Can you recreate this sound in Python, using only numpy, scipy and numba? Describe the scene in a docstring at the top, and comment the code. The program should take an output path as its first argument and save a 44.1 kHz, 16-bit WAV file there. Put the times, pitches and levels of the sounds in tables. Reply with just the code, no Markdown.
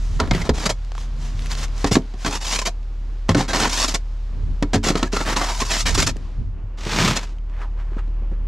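"""Shovelling a snowy wooden porch at night, over an engine idling nearby with a deep hum.
Blade blows knock scoop and boards from the start; grain noise scrapes through snow in slips and pushes.
Early on a distant car's tones rise and fade, frozen crumbs tick and a coat sleeve swishes.
Near 7 s a load pours off the scoop as lumpy grains; loose snow then settles and trickles, with faint last knocks.
Throughout, gain control ducks everything after loud strokes and creeps back."""
import sys
import numpy as np
from scipy import signal
from scipy.fft import rfft, irfft, next_fast_len
from scipy.io import wavfile
from scipy.ndimage import uniform_filter1d
from numba import njit

SR = 44100
rng = np.random.default_rng(int(sys.argv[2]) if len(sys.argv) > 2 else 0)


def to_wav(sig):
    """Store sig (one row per channel, or 1-D mono) as 16-bit WAV at the path in sys.argv[1].

    Samples outside -1..1 are clipped; the rate is SR.
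    """
    pcm = np.clip(np.atleast_2d(sig), -1, 1) * 32767
    pcm = np.round(pcm).astype(np.int16)
    wavfile.write(sys.argv[1], SR, pcm.T)  # frames by channels


N = 373527
T = np.arange(N) / SR


def undb(db):
    """Decibels to amplitude gain."""
    return np.exp(np.asarray(db) * (np.log(10) / 20))


def unit(x):
    """Scale to rms 1."""
    return x / np.sqrt(np.mean(x ** 2))


def curves(table):
    """Columns of a table, joined by straight lines in time."""
    s, *columns = np.transpose(table)
    return [np.interp(T, s, c) for c in columns]


def walk(rate_hz):
    """Random levels, rate_hz of them a second, joined by straight lines; rms 1."""
    step = max(int(SR / rate_hz), 2)
    levels = rng.standard_normal(N // 50)
    return unit(np.interp(np.arange(N), step * np.arange(len(levels)), levels))


def swells(table):
    """Summed gain of bell-shaped swells; half_width_s is where the bell falls to 1/e."""
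    gain = 0
    for peak_s, half_width_s, level_db in table:
        distance = np.minimum(np.abs(T - peak_s) / half_width_s, 10)
        gain = gain + undb(level_db) * np.exp(-distance ** 2)
    return gain


def colour(points):
    """Minimum-phase impulse response of unit energy with the given spectrum."""
    hz, db = np.transpose(points)
    size = 4096
    f = np.maximum(np.fft.rfftfreq(size, 1 / SR), 1)
    cepstrum = irfft(np.log(undb(np.interp(np.log(f), np.log(hz), db))))
    # folding the cepstrum makes the response causal
    cepstrum[1:size // 2] *= 2
    cepstrum[size // 2 + 1:] = 0
    h = irfft(np.exp(rfft(cepstrum)))
    return h / np.linalg.norm(h)


def body(points, modes, ring_db):
    """Response of a struck object: a dull direct sound plus decaying modes, detuned by the spot hit."""
    direct = colour(points)
    t = np.arange(len(direct)) / SR
    ringing = np.zeros(len(t))
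    for pitch_hz, t60_s, level_db in modes:
        mode_hz = pitch_hz * (1 + 0.01 * rng.standard_normal())
        decay = undb(level_db - 60 * t / t60_s) / np.sqrt(t60_s)
        ringing += decay * np.sin(2 * np.pi * mode_hz * t)
    h = direct + undb(ring_db) * ringing / np.linalg.norm(ringing)
    return h / np.linalg.norm(h)


def through(x, h):
    """Play x through an impulse response."""
    size = next_fast_len(len(x) + len(h), True)
    return irfft(rfft(np.float32(x), size) * rfft(np.float32(h), size), size)[:len(x)]


def late(x, delay_s):
    """Delay, fixed or moving."""
    return np.interp(T - delay_s, T, x)


def add(out, start_s, x):
    """Mix x into out from start_s on."""
    i = int(start_s * SR)
    out[i:i + len(x)] += x[:len(out) - i]


@njit
def resonate(x, hz, q):
    """Band-pass with a moving centre; white noise keeps its power."""
    y, band, low = np.empty(len(x)), 0., 0.
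    for i in range(len(x)):
        g = np.tan(np.pi * hz[i] / SR)
        v = (band + g * (x[i] - low)) / (1 + g * (g + 1 / q))
        band, low, y[i] = 2 * v - band, low + 2 * g * v, v / np.sqrt(g * q)
    return y


def grains(per_s, spread_db, count, limit=1.4):
    """Snow crystals breaking: clicks of unequal size, reaching count paths with unrelated signs; rms 1."""
    at = np.flatnonzero(rng.random(N) < per_s / SR)
    size = undb(spread_db * np.minimum(rng.standard_normal(N)[at], limit))
    sign = np.where(rng.integers(0, 2, (count, N), dtype=bool)[:, at], 1, -1)
    out = np.zeros((count, N))
    out[:, at] = size * sign * np.sqrt(N / np.sum(size ** 2))
    return out


def clumps(per_s, spread_db, decay_s):
    """Power of lumps that crumble one after another, each a sudden burst that dies away; mean 1."""
    t = np.arange(SR // 16) / SR
    bursts = grains(per_s, spread_db, count=1, limit=1.1)[0] ** 2
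    power = np.abs(through(bursts, np.exp(-t / decay_s)))
    return power / power.mean()


def blow(h, t60_s, rattle, rise_s=0.00016):
    """An impulse and a rattle of crushed snow that builds and dies, into a response; rms 1 over 20 ms."""
    t = np.arange(SR // 4) / SR
    chatter = rng.standard_normal(len(t)) * undb(-60 * t / t60_s) * (1 - np.exp(-t / rise_s))
    x = through((t == 0) + rattle * chatter / np.linalg.norm(chatter), h)
    return x / np.sqrt(np.mean(x[:SR // 50] ** 2))


def ring(pitch_hz, t60_s, rise_s=0.0015):
    """The mode that a blow hits hardest, a decaying sine; rms 1 over 20 ms."""
    t = np.arange(SR // 4) / SR
    x = np.sin(2 * np.pi * pitch_hz * t) * undb(-60 * t / t60_s) * (1 - np.exp(-t / rise_s))
    return x / np.sqrt(np.mean(x[:SR // 50] ** 2))


def shade(x, treble_db):
    """Shelve the treble above about 5 kHz; snow muffles a buried blade and a falling load."""
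    soft = signal.sosfiltfilt(signal.butter(2, 5200, fs=SR, output="sos"), x)
    return soft + undb(treble_db) * (x - soft)


def cupped(x, echo_db=-6.5, path_s=0.0013, wander=0.1245):
    """The scoop's back wall mirrors the sound; the path wanders as the blade tilts, moving the comb ridges."""
    echo = undb(echo_db)
    return (x + echo * late(x, path_s * np.exp(wander * walk(14)))) / np.hypot(1, echo)


# blade pushed through snow; low bite skims and hisses, high bite is hollow and heavy; the hollow's pitch glides:
# (start_s, length_s, level_db, swell_over_push_db, bite_db, hollow_from_hz, hollow_to_hz, hollow_db, width_hz)
PUSHES = [(0.197, 0.1, -51.5, -17, 25, 1450, 880, -7, 151), (0.33, 0.07, -34, -3, 9, 1900, 1600, 6, 700),
          (0.395, 0.041, -32, -4, 5, 960, 930, -2, 150), (.438, 0.038, -34, 5, 6.5, 1000, 890, -3.5, 150),
          (0.54, 0.11, -27, 4, 3, 900, 920, -22, 300), (1.866, 0.023, -23.5, -10, 0, 1200, 1000, -26, 300),
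          (1.915, 0.046, -15, 1, -6.5, 1200, 1280, -32, 298), (2.26, 0.023, -16, 0, 4, 1040, 1010, -3, 199),
          (2.297, 0.071, -22.5, 11, -2, 930, 1010, -5, 150),
          (2.407, 0.16, -19.5, 12, -8, 885, 1080, -10.5, 150),
          (3.289, 0.032, -26.5, 0, 8.5, 1050, 950, -2.5, 500),
          (3.366, 0.053, -20, 1.5, 5, 1050, 1330, -10, 150),
          (3.408, 0.051, -30.5, -4.5, 7.5, 1330, 1300, -5, 300),
          (3.484, 0.044, -22.5, -8, 1.5, 1700, 1540, -5, 70),
          (3.535, 0.067, -17.5, -2, 0, 1350, 950, -6.5, 300),
          (3.599, 0.086, -16, -9, 3.5, 1430, 1520, -10, 300),
          (3.693, 0.16, -16, 9, -7, 930, 1120, -10, 120),
          (3.893, 0.04, -27.5, -2.5, -4, 1050, 950, -16, 150),
          (4.737, 0.029, -19.5, -13.5, -1.5, 1700, 1760, -1.5, 80),
          (4.835, 0.069, -17.5, 6, 1.5, 1280, 1350, -10, 89.5),
          (4.907, 0.163, -37.5, 2.5, 6.5, 1300, 1320, -13, 120),
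          (5.123, 0.12, -26.5, -3, -1, 1400, 1230, -8, 100),
          (5.255, 0.082, -25.5, 2.5, 5, 1585, 1324, 1.5, 800),
          (5.361, 0.026, -20.5, 2, 0.5, 1170, 1080, -2, 200),
          (5.389, 0.12, -25, 0.5, -3.5, 767, 950, 0.5, 259),
          (5.511, 0.22, -28, 1.5, -9, 910, 1030, -6, 160),
          (5.703, 0.078, -20, -6, -5, 2000, 1750, -11.5, 300),
          (5.782, 0.041, -19, -6, -13, 1300, 1200, -15, 200),
          (5.858, 0.043, -17.5, -0.5, -3.5, 1800, 1817, -7, 300),
          (5.903, 0.04, -23.5, -12, -2, 480, 397, -9.5, 89),
          (5.978, 0.064, -13, -4, -6.5, 1320, 1380, -10.5, 150)]
# jerks as the blade catches and breaks free: (start_s, level_db, bite_db, ring_hz, ring_db)
SLIPS = [(0.41, -31, 3, 2150, 4), (0.655, -13.5, -0.5, 1160, -9), (0.694, -14.5, 1.5, 605, -2.5),
         (2.585, -16, -4.5, 2510, -8.5), (2.614, -20.5, -0.5, 1050, -2.5), (2.654, -16, -5.5, 2060, -13),
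         (2.664, -14.5, -2, 936, -14), (2.673, -41, 0, 710, 18.5), (3.645, -28, 2, 976, 15.5),
         (3.842, -29.5, 8, 1290, 5.5), (3.88, -17, -12.5, 1295, -16), (3.942, -14, -3, 1110, -17),
         (4.97, -22.5, 1.5, 1330, -6.5), (5.066, -41, 4, 1730, 1.5), (5.162, -26.5, 6.5, 1300, 4),
         (5.204, -32, 12.5, 1270, 1), (5.411, -27.5, 0, 745, 5.5), (5.603, -15.5, -5, 1003, -5.5),
         (5.945, -16, -8.5, 1094, -5.5), (6.066, -13, -5, 1290, -10.5), (6.083, -17.5, -1, 1290, -21.5),
         (7.159, -16.5, -1, 1500, -16), (7.226, -35.5, 3, 977, -7.5)]
SLIP_S, SLIP_WIDTH_HZ = 0.016, 82
PUSH_EDGE_S, SLIP_EDGE_S = 0.013, 0.0076  # rise and fall


def strokes():
    """Pushes and jerks in one form, each with its edge time."""
    pushes = [(*row, PUSH_EDGE_S) for row in PUSHES]
    slips = [(start_s, SLIP_S, level_db, 0, bite_db, hz, hz, ring_db, SLIP_WIDTH_HZ, SLIP_EDGE_S)
             for start_s, level_db, bite_db, hz, ring_db in SLIPS]
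    return pushes + slips


# spectra of skimming rasp, gritty snow, scoop clack, board thud: (frequency_hz, level_db)
SKIM = [(2000, -17.5), (4000, -4.5), (5300, 0.5), (7200, -2), (8500, -8.5), (12500, -19), (15500, -36.5)]
GRIT = [(1200, -11), (2200, 0), (3200, -1.5), (5000, -1), (7200, -3), (8500, -10.5), (10000, -15.5),
        (12500, -23), (15500, -45.5)]
CLACK = [(250, -22), (550, 9.5), (1000, 6), (1800, -1), (2500, -15), (4500, -3.5), (9000, -74)]
THUD = [(40, -28.5), (90, -2.5), (170, 3), (300, -2), (480, -7), (750, -17.5), (2000, -50)]
# modes of the plastic scoop and the porch boards: (pitch_hz, t60_s, level_db)
SCOOP = [(564, 0.03, 5.5), (684, 0.17, -6.5), (950, 0.17, -3), (1080, 0.026, -7), (1294, 0.011, 1),
         (1770, 0.02, 2.5), (2200, 0.11, -3)]
BOARDS = [(100, 0.12, 10), (146, 0.14, 5), (186, 0.33, -2.5), (259, 0.2, 1), (297, 0.16, -1.5),
          (362, 0.12, -1.5), (420, 0.19, -0.5), (519, 0.14, -3), (660, 0.13, -12)]
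SKIM_DB, BOARDS_DB = -6.5, -5  # relative to the grit
SKIM_PER_BITE, GRIT_PER_BITE, BOARDS_PER_BITE = -0.22, 0.26, 1.35  # dB per dB of bite
HOLLOW_WANDER = 0.035  # log-pitch rms detuning by sliding lumps
OVERTONE_RATIO, OVERTONE_DB = 1.47, -12.5  # the hollow's second resonance


def slides(judder_db=1.1, chatter_db=0.68):
    """Blade sticks and slips; breaking grains hiss, clatter in the scoop, ring its hollow, shake the boards."""
    judder = undb(judder_db * walk(280) + chatter_db * walk(90))
    # fine powder hisses; packed lumps crunch in uneven bursts
    powder = grains(per_s=12000, spread_db=1.5, count=5)
    crunch = clumps(per_s=130, spread_db=-0.5, decay_s=0.0035)
    crunch_db = np.array([[-7], [-2], [1.5], [0], [-3]])  # one per path
    paths = powder * np.sqrt(1 + undb(crunch_db) ** 2 * crunch) * judder
    skim, grit, scoop, boards, drive = (unit(path) for path in paths)
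    detune = np.exp(HOLLOW_WANDER * walk(45))
    power, hollow = np.zeros((4, N)), np.zeros(N)
    for start_s, length_s, db, swell_db, bite_db, from_hz, to_hz, ring_db, width_hz, edge_s in strokes():
        t = np.arange(int(length_s * SR) + SR // 10) / SR
        along = np.minimum(t / length_s, 1)
        begin_s = start_s - edge_s / 2
        first = int(begin_s * SR)
        edges = np.minimum(t / edge_s, 1) * np.exp(-np.maximum(t - length_s, 0) / edge_s)
        shape = undb(db + swell_db * (along - .5)) * edges
        parts_db = (SKIM_DB + SKIM_PER_BITE * bite_db, GRIT_PER_BITE * bite_db,
                    bite_db, BOARDS_DB + BOARDS_PER_BITE * bite_db)
        for part, part_db in zip(power, parts_db):
            add(part, begin_s, (shape * undb(part_db)) ** 2)
        hz = (from_hz + (to_hz - from_hz) * along) * detune[first:first + len(t)]
        push = undb(ring_db) * shape * drive[first:first + len(t)]
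        q = float(from_hz / width_hz)
        overtone = undb(OVERTONE_DB) * resonate(push, OVERTONE_RATIO * hz, q)
        add(hollow, begin_s, resonate(push, hz, q) + overtone)
    skim, grit, scoop, boards = np.sqrt(power) * np.array([skim, grit, scoop, boards])
    rasp = cupped(through(skim, colour(SKIM)) + undb(-3) * through(grit, colour(GRIT)))
    clatter = undb(-5.5) * through(scoop, body(CLACK, SCOOP, ring_db=-7.5))
    shaking = undb(-2.0) * through(boards, body(THUD, BOARDS, ring_db=-5))
    return rasp + clatter + undb(-2.0) * hollow + shaking


# blows on the porch, the last few from footsteps; hardness sets clack and crack over thud: # (start_s,
# level_db, hardness_db, thud_pitch_hz, thud_t60_s, clack_pitch_hz)
KNOCKS = [(.2, -19, 4.5, 189, 0.19, 1390), (0.31, -12.5, 0, 179, 0.45, 2137),
          (.348, -17.5, -0.5, 160.5, 0.41, 640), (0.492, -7.5, -4.5, 238, 0.079, 488),
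          (1.843, -13, -1, 283, 0.14, 816), (1.914, -13.5, -16, 213, .06, 684),
          (1.954, -8, -1, 199, 0.096, 1150), (1.968, -3.5, -17, 303, 0.017, 674),
          (2.138, -30.5, -6, 213, 0.044, 730), (2.247, -22.5, 7, 247, 0.08, 1545),
          (2.275, -19, -15.5, 286, 0.18, 990), (3.291, -11, 1, 239, 0.041, 1060),
          (3.347, -10, -2, 284, 0.18, 1516), (3.378, -13.5, -11, 240, 0.098, 683),
          (3.532, -25.5, 13, 420, 0.082, 660), (3.569, -21, 2, 422, 0.099, 780),
          (3.884, -29, -6, 270, 0.1, 604), (4.625, -15, -4.5, 288, 0.13, 547),
          (4.733, -18.5, 2, 137, 0.088, 600), (4.744, -13, -4, 226, 0.3, 716),
          (4.756, -12.5, -5, 282.5, 0.19, 990), (4.867, -19.5, -8.5, 420, 0.071, 1290),
          (4.903, -12.5, -5.5, 212, 0.065, 660), (4.954, -14, -3.5, 420, 0.053, 1287),
          (5.028, -16, 3, 260, 0.041, 1315), (5.133, -18.5, -2, 400, 0.087, 992),
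          (5.362, -23.5, 5.5, 287.6, 0.35, 1010), (5.618, -25, 5, 267, 0.06, 1130),
          (5.977, -18, -1.5, 385, 0.11, 617), (6.159, -30.5, -17, 193, 0.068, 810),
          (6.865, -23.5, -6.5, 215, 0.08, 920), (7.918, -40, -18, 335, 0.037, 550),
          (7.967, -33, -22, 246, 0.0084, 573), (8.076, -46.5, -9, 302, 0.045, 756),
          (8.222, -41, -21, 238, .04, 600), (8.316, -34.5, -26, 200, 0.064, 894)]
THUD_T60_S = 0.076  # rattle under the thud


def knocks():
    """Each blow, of the blade or, late on, of a step, cracks sharply, clacks and thuds in the boards, tuned by
    the spot."""
    out = np.zeros(N)
    for start_s, level_db, hardness_db, thud_hz, thud_t60_s, clack_hz in KNOCKS:
        thud = undb(-2.5) * blow(body(THUD, BOARDS, ring_db=-3.0), THUD_T60_S, rattle=2.8)
        thud += undb(-4.5) * ring(thud_hz, thud_t60_s)
        scoop = body(CLACK, SCOOP, ring_db=-5.5)
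        clack = undb(-8.0) * blow(scoop, t60_s=0.059, rattle=18.0, rise_s=0.0015)
        clack += undb(-10.5) * ring(clack_hz, t60_s=0.045)
        crack = undb(-7.5) * blow(colour(GRIT), t60_s=0.031, rattle=58, rise_s=0.00054)
        add(out, start_s, undb(level_db) * (thud + undb(hardness_db) * (clack + crack)))
    return out


# deck flexing under a heavy blow, a shift of weight or a landing lump: (start_s, level_db, pitch_hz)
BOOMS = [(0.216, -20, 80.3), (0.314, -15.5, 118), (0.504, -11, 62), (1.35, -26.5, 96), (1.915, -17, 105),
         (3.294, -9, 93.7), (3.3, -12, 163.5), (3.363, -13.5, 133), (4.423, -30, 96), (4.759, -13, 96),
         (6.386, -25.5, 109.7), (6.47, -30, 95), (6.639, -27.5, 95), (7.015, -20, 161.5),
         (7.04, -17.5, 164), (7.067, -15, 150.8), (7.095, -17.5, 129.5)]


def booms(t60_s=0.19):
    """Joists sag and swing back: low decaying sines."""
    out = np.zeros(N)
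    for start_s, level_db, pitch_hz in BOOMS:
        add(out, start_s, undb(level_db) * ring(pitch_hz, t60_s, rise_s=0.001))
    return out


# spectra of soft rubbing (cloth or loose snow) and the heap's flump: (frequency_hz, level_db)
CLOTH = [(200, -14.5), (400, 3), (750, 4.5), (1100, 7.5), (1700, 3.5), (2600, -4.5), (4500, -14.5),
         (9000, -61)]
FLUMP = [(50, -12), (110, 5.5), (160, 6), (250, 3), (450, -6), (750, -35.5), (2000, -30)]
THROW_START_S, THROW_FULL_S, THROW_HOLD_S = 6.77, 7.0, 0.11
THROW_DB, THROW_RISE_DB_PER_S, THROW_FALL_DB_PER_S = -16.5, 106, 174


def throw(onset_s=0.011, heap_growth=1.23, landing_s=0.0047):
    """A load slides off the scoop and lands a moment later; the heap's level moves faster than the hiss."""
    since_s = T - THROW_FULL_S
    rise_db = THROW_RISE_DB_PER_S * np.minimum(since_s, 0)
    flow_db = rise_db - THROW_FALL_DB_PER_S * np.maximum(since_s - THROW_HOLD_S, 0)
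    levels_db = THROW_DB + np.array([flow_db, flow_db, heap_growth * late(flow_db, landing_s)])
    lumpy = np.sqrt(1 + undb(1.0) * clumps(per_s=110, spread_db=2.5, decay_s=0.0048))
    stream = unit(grains(per_s=9000, spread_db=3.0, count=3) * lumpy)
    onset = np.clip((T - THROW_START_S) / onset_s, 0, 1)
    grit, scoop, heap = stream * undb(levels_db) * onset
    hiss = undb(-1.5) * through(grit, colour(GRIT))
    rub = undb(-4.5) * through(scoop, colour(CLOTH))
    return hiss + rub + undb(-3.0) * through(heap, colour(FLUMP))


# loose snow settling after the throw: (peak_s, half_width_s, level_db)
SETTLING = [(7.56, 0.065, -51), (7.62, 0.028, -40), (7.8, 0.026, -46.5), (7.93, 0.13, -52.5),
            (7.99, 0.013, -44), (8.33, 0.031, -55.5)]


def settling(fine_db=-18, soft_db=-0.5):
    """Loose snow settles: dense and sparse grains, soft and dull with a little crackle."""
    dense = grains(per_s=7600, spread_db=2.5, count=2)
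    sparse = undb(-2.5) * grains(per_s=210, spread_db=0.5, count=2)
    fine, soft = (dense + sparse) * swells(SETTLING)
    return undb(fine_db) * through(fine, colour(GRIT)) + undb(soft_db) * through(soft, colour(CLOTH))


# snow slipping down the heap: (time_s, centre_hz, level_db)
TRICKLE = [(7.53, 1900, -53), (7.6, 1520, -48.5), (7.645, 960, -43), (7.69, 754, -55)]


def trickle():
    """A little snow slips down the heap: grains in a band that falls as it slows."""
    hz, db = curves(TRICKLE)
    sliding = (T > TRICKLE[0][0]) & (T < TRICKLE[-1][0])
    flow = grains(per_s=1600, spread_db=4, count=1)[0] * undb(db) * sliding
    return shade(resonate(flow, hz, 3.1), treble_db=-11.0)


# icy crumbs landing: (start_s, peak_db, ring_pitch_hz)
CRUMBS = [(.276, -20, 1300), (0.848, -29, 6460), (.919, -17.5, 736), (0.952, -18, 980), (0.98, -15, 950),
          (1.393, -20, 3500), (1.403, -28, 9000), (1.422, -25, 4200), (1.46, -17, 8500), (1.469, -21, 5500),
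          (1.517, -12, 3300), (1.552, -14, 4500), (1.682, -28, 5000), (1.78, -22, 5000),
          (2.021, -29.5, 3000), (2.83, -36, 4050), (6.168, -22, 6500), (7.385, -36, 3000),
          (7.498, -36.5, 1500)]


def crumbs(crack_db=-3, ring_q=2.0):
    """Frozen lumps tick: a sharp crack and a very short ring, lower on the scoop, higher on ice."""
    out = np.zeros(N)
    for start_s, peak_db, pitch_hz in CRUMBS:
        response = colour([(300, 6), (9000, -12), (15500, -20)])
        contact = blow(response, t60_s=0.008, rattle=1.0, rise_s=.0002)
        tick = resonate(contact, np.full(len(contact), float(pitch_hz)), ring_q)
        tick += undb(crack_db) * through(contact, colour(GRIT))
        add(out, start_s, undb(peak_db) * tick / np.abs(tick).max())
    return out


# coat sleeve brushing past: (peak_s, half_width_s, level_db)
RUSTLES = [(.18, 0.45, -47), (1.01, 0.048, -40.5), (1.255, 0.064, -40), (1.44, 0.075, -41.5),
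           (1.52, 0.018, -29), (1.6, 0.046, -32), (1.64, 0.015, -31), (1.81, 0.051, -38),
           (2.23, 0.039, -34.5)]
# swish spectrum: (frequency_hz, level_db)
SLEEVE = [(240, -15), (450, -3), (1000, -2), (2100, -5), (6500, -6), (8500, -15.5), (12300, -25.5),
          (15500, -42)]


def sleeve():
    """The coat sleeve swishes: dense grains with a slight flutter, in smooth swells."""
    rubbing = grains(per_s=15000, spread_db=3.0, count=1)[0]
    return through(rubbing * swells(RUSTLES) * undb(0.9 * walk(110)), colour(SLEEVE))


# idling engine: (time_s, firing_rate_hz)
IDLE_RATE = [(0, 39.4), (1.6, 39.2), (1.85, 38.3), (8.47, 38.35)]
# its tones: (multiple, level_db)
IDLE_ORDERS = [(1, 2.5), (1.75, -15), (2, -15.5), (3.003, -23), (4.003, -31.5)]
IDLE_DB = -23.5
# dip of the hum: (deepest_s, half_width_s, removed_part_db)
HUM_DIP = [(6.65, 0.92, -7)]
# distant car: (time_s, firing_rate_hz, level_db)
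CAR = [(.6, 38.6, -60), (.85, 41.1, -42), (1.2, 45, -31.5), (1.6, 48.3, -32.5), (1.8, 50.6, -56)]
# its tones: (multiple, level_db)
CAR_ORDERS = [(3, -1), (5, -9.5), (6, -22)]


def engines():
    """Sines at multiples of the firing rate: a slightly wandering idle, and a far car gathering speed."""
    idle_hz = curves(IDLE_RATE)[0] * (1 + 0.0022 * walk(8.3))
    turn = 2 * np.pi * np.cumsum(idle_hz) / SR
    idle = sum(undb(db) * np.sin(k * turn) for k, db in IDLE_ORDERS)
    idle = idle * np.sqrt(2) * undb(IDLE_DB) * (1 - swells(HUM_DIP))
    car_hz, car_db = curves(CAR)
    turn = 2 * np.pi * np.cumsum(car_hz) / SR
    car = sum(undb(db) * np.sin(k * turn) for k, db in CAR_ORDERS)
    return idle + car * undb(car_db)


def wide_noise(points, width, waver_db):
    """Stereo noise of a given colour, with a wavering level."""
    mid, side = (through(rng.standard_normal(N), colour(points)) for _ in range(2))
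    return undb(waver_db * walk(12)) * (mid + width * side * np.array([[1], [-1]]))


# spectra of rumble, buffets, traffic, hiss: (frequency_hz, level_db)
RUMBLE = [(15, -21.5), (30, 6), (60, 0.5), (100, -6), (160, -15), (300, -26.5), (900, -81.5)]
WIND = [(15, -14.5), (30, 4.5), (60, 2), (100, -2.5), (160, -10.5), (300, -21.5), (900, -60.5),
        (2500, -100)]
TRAFFIC = [(80, 4), (160, 8.5), (300, 7), (650, -3), (1050, -3.5), (1600, -11), (3000, -16.5),
           (7000, -61.5)]
HISS = [(1000, 1.5), (2300, -5), (4700, -6.5), (7000, -13), (9000, -22.5), (12500, -30), (15500, -63.5)]
RUMBLE_DB, TRAFFIC_DB = -44, -47
# low swells from wind and handling: (peak_s, half_width_s, level_db)
BUFFETS = [(.36, 0.26, -18.5), (1.42, 0.21, -26), (1.86, 0.093, -27), (3.15, 0.21, -40), (4.48, 0.16, -27),
           (5.62, 0.064, -29), (6.03, 0.16, -17.5), (6.44, 0.13, -27), (8.4, 0.062, -37.5)]
# fine hiss: (time_s, level_db)
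HISS_LEVEL = [(0, -55), (.85, -47), (2.1, -43.5), (2.8, -51.5), (3.25, -50.5), (4.05, -50.5), (4.6, -52),
              (6.25, -49), (6.55, -63), (7.4, -61.5), (7.75, -59.5), (8.47, -63.5)]


def air():
    """Coloured noises: wavering rumble, buffets that differ between the ports, far traffic, fine hiss."""
    rumble = undb(RUMBLE_DB) * wide_noise(RUMBLE, width=0.1, waver_db=2.5)
    buffets = swells(BUFFETS) * wide_noise(WIND, width=0.36, waver_db=4.0)
    traffic = undb(TRAFFIC_DB) * wide_noise(TRAFFIC, width=0.1, waver_db=1.5)
    hiss = undb(curves(HISS_LEVEL)[0]) * wide_noise(HISS, width=0.36, waver_db=0.0)
    return rumble + buffets + traffic + hiss


def porch(x, wall_db=-11, tail_db=-14, t60_s=0.11):
    """The house wall returns a close, thin echo at a wandering delay; snow keeps the tail short."""
    thin = signal.sosfilt(signal.butter(1, 700, "high", fs=SR, output="sos"), x)
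    wall_s = 0.0031 + 0.00048 * walk(2.5)
    ports_s = .00012
    t = np.arange(SR // 4) / SR
    out = []
    for side in (1, -1):
        tail = rng.standard_normal(len(t)) * undb(-60 * t / t60_s)
        wall = undb(wall_db) * late(thin, wall_s + side * ports_s)
        out.append(x + wall + undb(tail_db) * through(thin, tail / np.linalg.norm(tail)))
    return np.array(out)


def scene():
    """Digging a little to the right, the load straight ahead, the night's background under both."""
    digging = shade(slides(), treble_db=-3.0) + shade(knocks(), treble_db=-8)
    digging += shade(crumbs() + sleeve(), treble_db=1.0) + booms()
    left, right = porch(digging)
    # all-pass: left port about half a sample late
    left = signal.lfilter([.3, 1], [1, .3], left)
    ahead = porch(shade(throw(), treble_db=-6) + settling() + trickle())
    spread = 0.14
    load = spread * ahead + (1 - spread) * ahead.mean(axis=0)
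    return np.array([left, right]) + load + engines() + air()


AGC_THRESHOLD_DB, AGC_RECOVERY_DB_PER_S = -18.5, 3
AGC_SHARE = 0.45  # share of the excess taken off


def gain_control(x):
    """Loud moments cut the gain at once; it creeps back, so the hum ducks and swells after loud strokes."""
    power = uniform_filter1d(np.mean(x, axis=0) ** 2, size=SR // 38)
    level_db = 10 * np.log10(power + 1e-12)
    cut_db = AGC_SHARE * np.maximum(level_db - AGC_THRESHOLD_DB, 0)
    recovered_db = AGC_RECOVERY_DB_PER_S * T
    return x * undb(recovered_db - np.maximum.accumulate(cut_db + recovered_db))


TOP_HZ = 15200


def record(dry):
    """Ride the gain, round the highest peaks and cut the top."""
    rounded = np.tanh(0.69 * gain_control(dry)) / 0.7
    return signal.sosfilt(signal.ellip(8, .2, 70, TOP_HZ, fs=SR, output="sos"), rounded)


dry = scene()
out = record(dry)
to_wav(out)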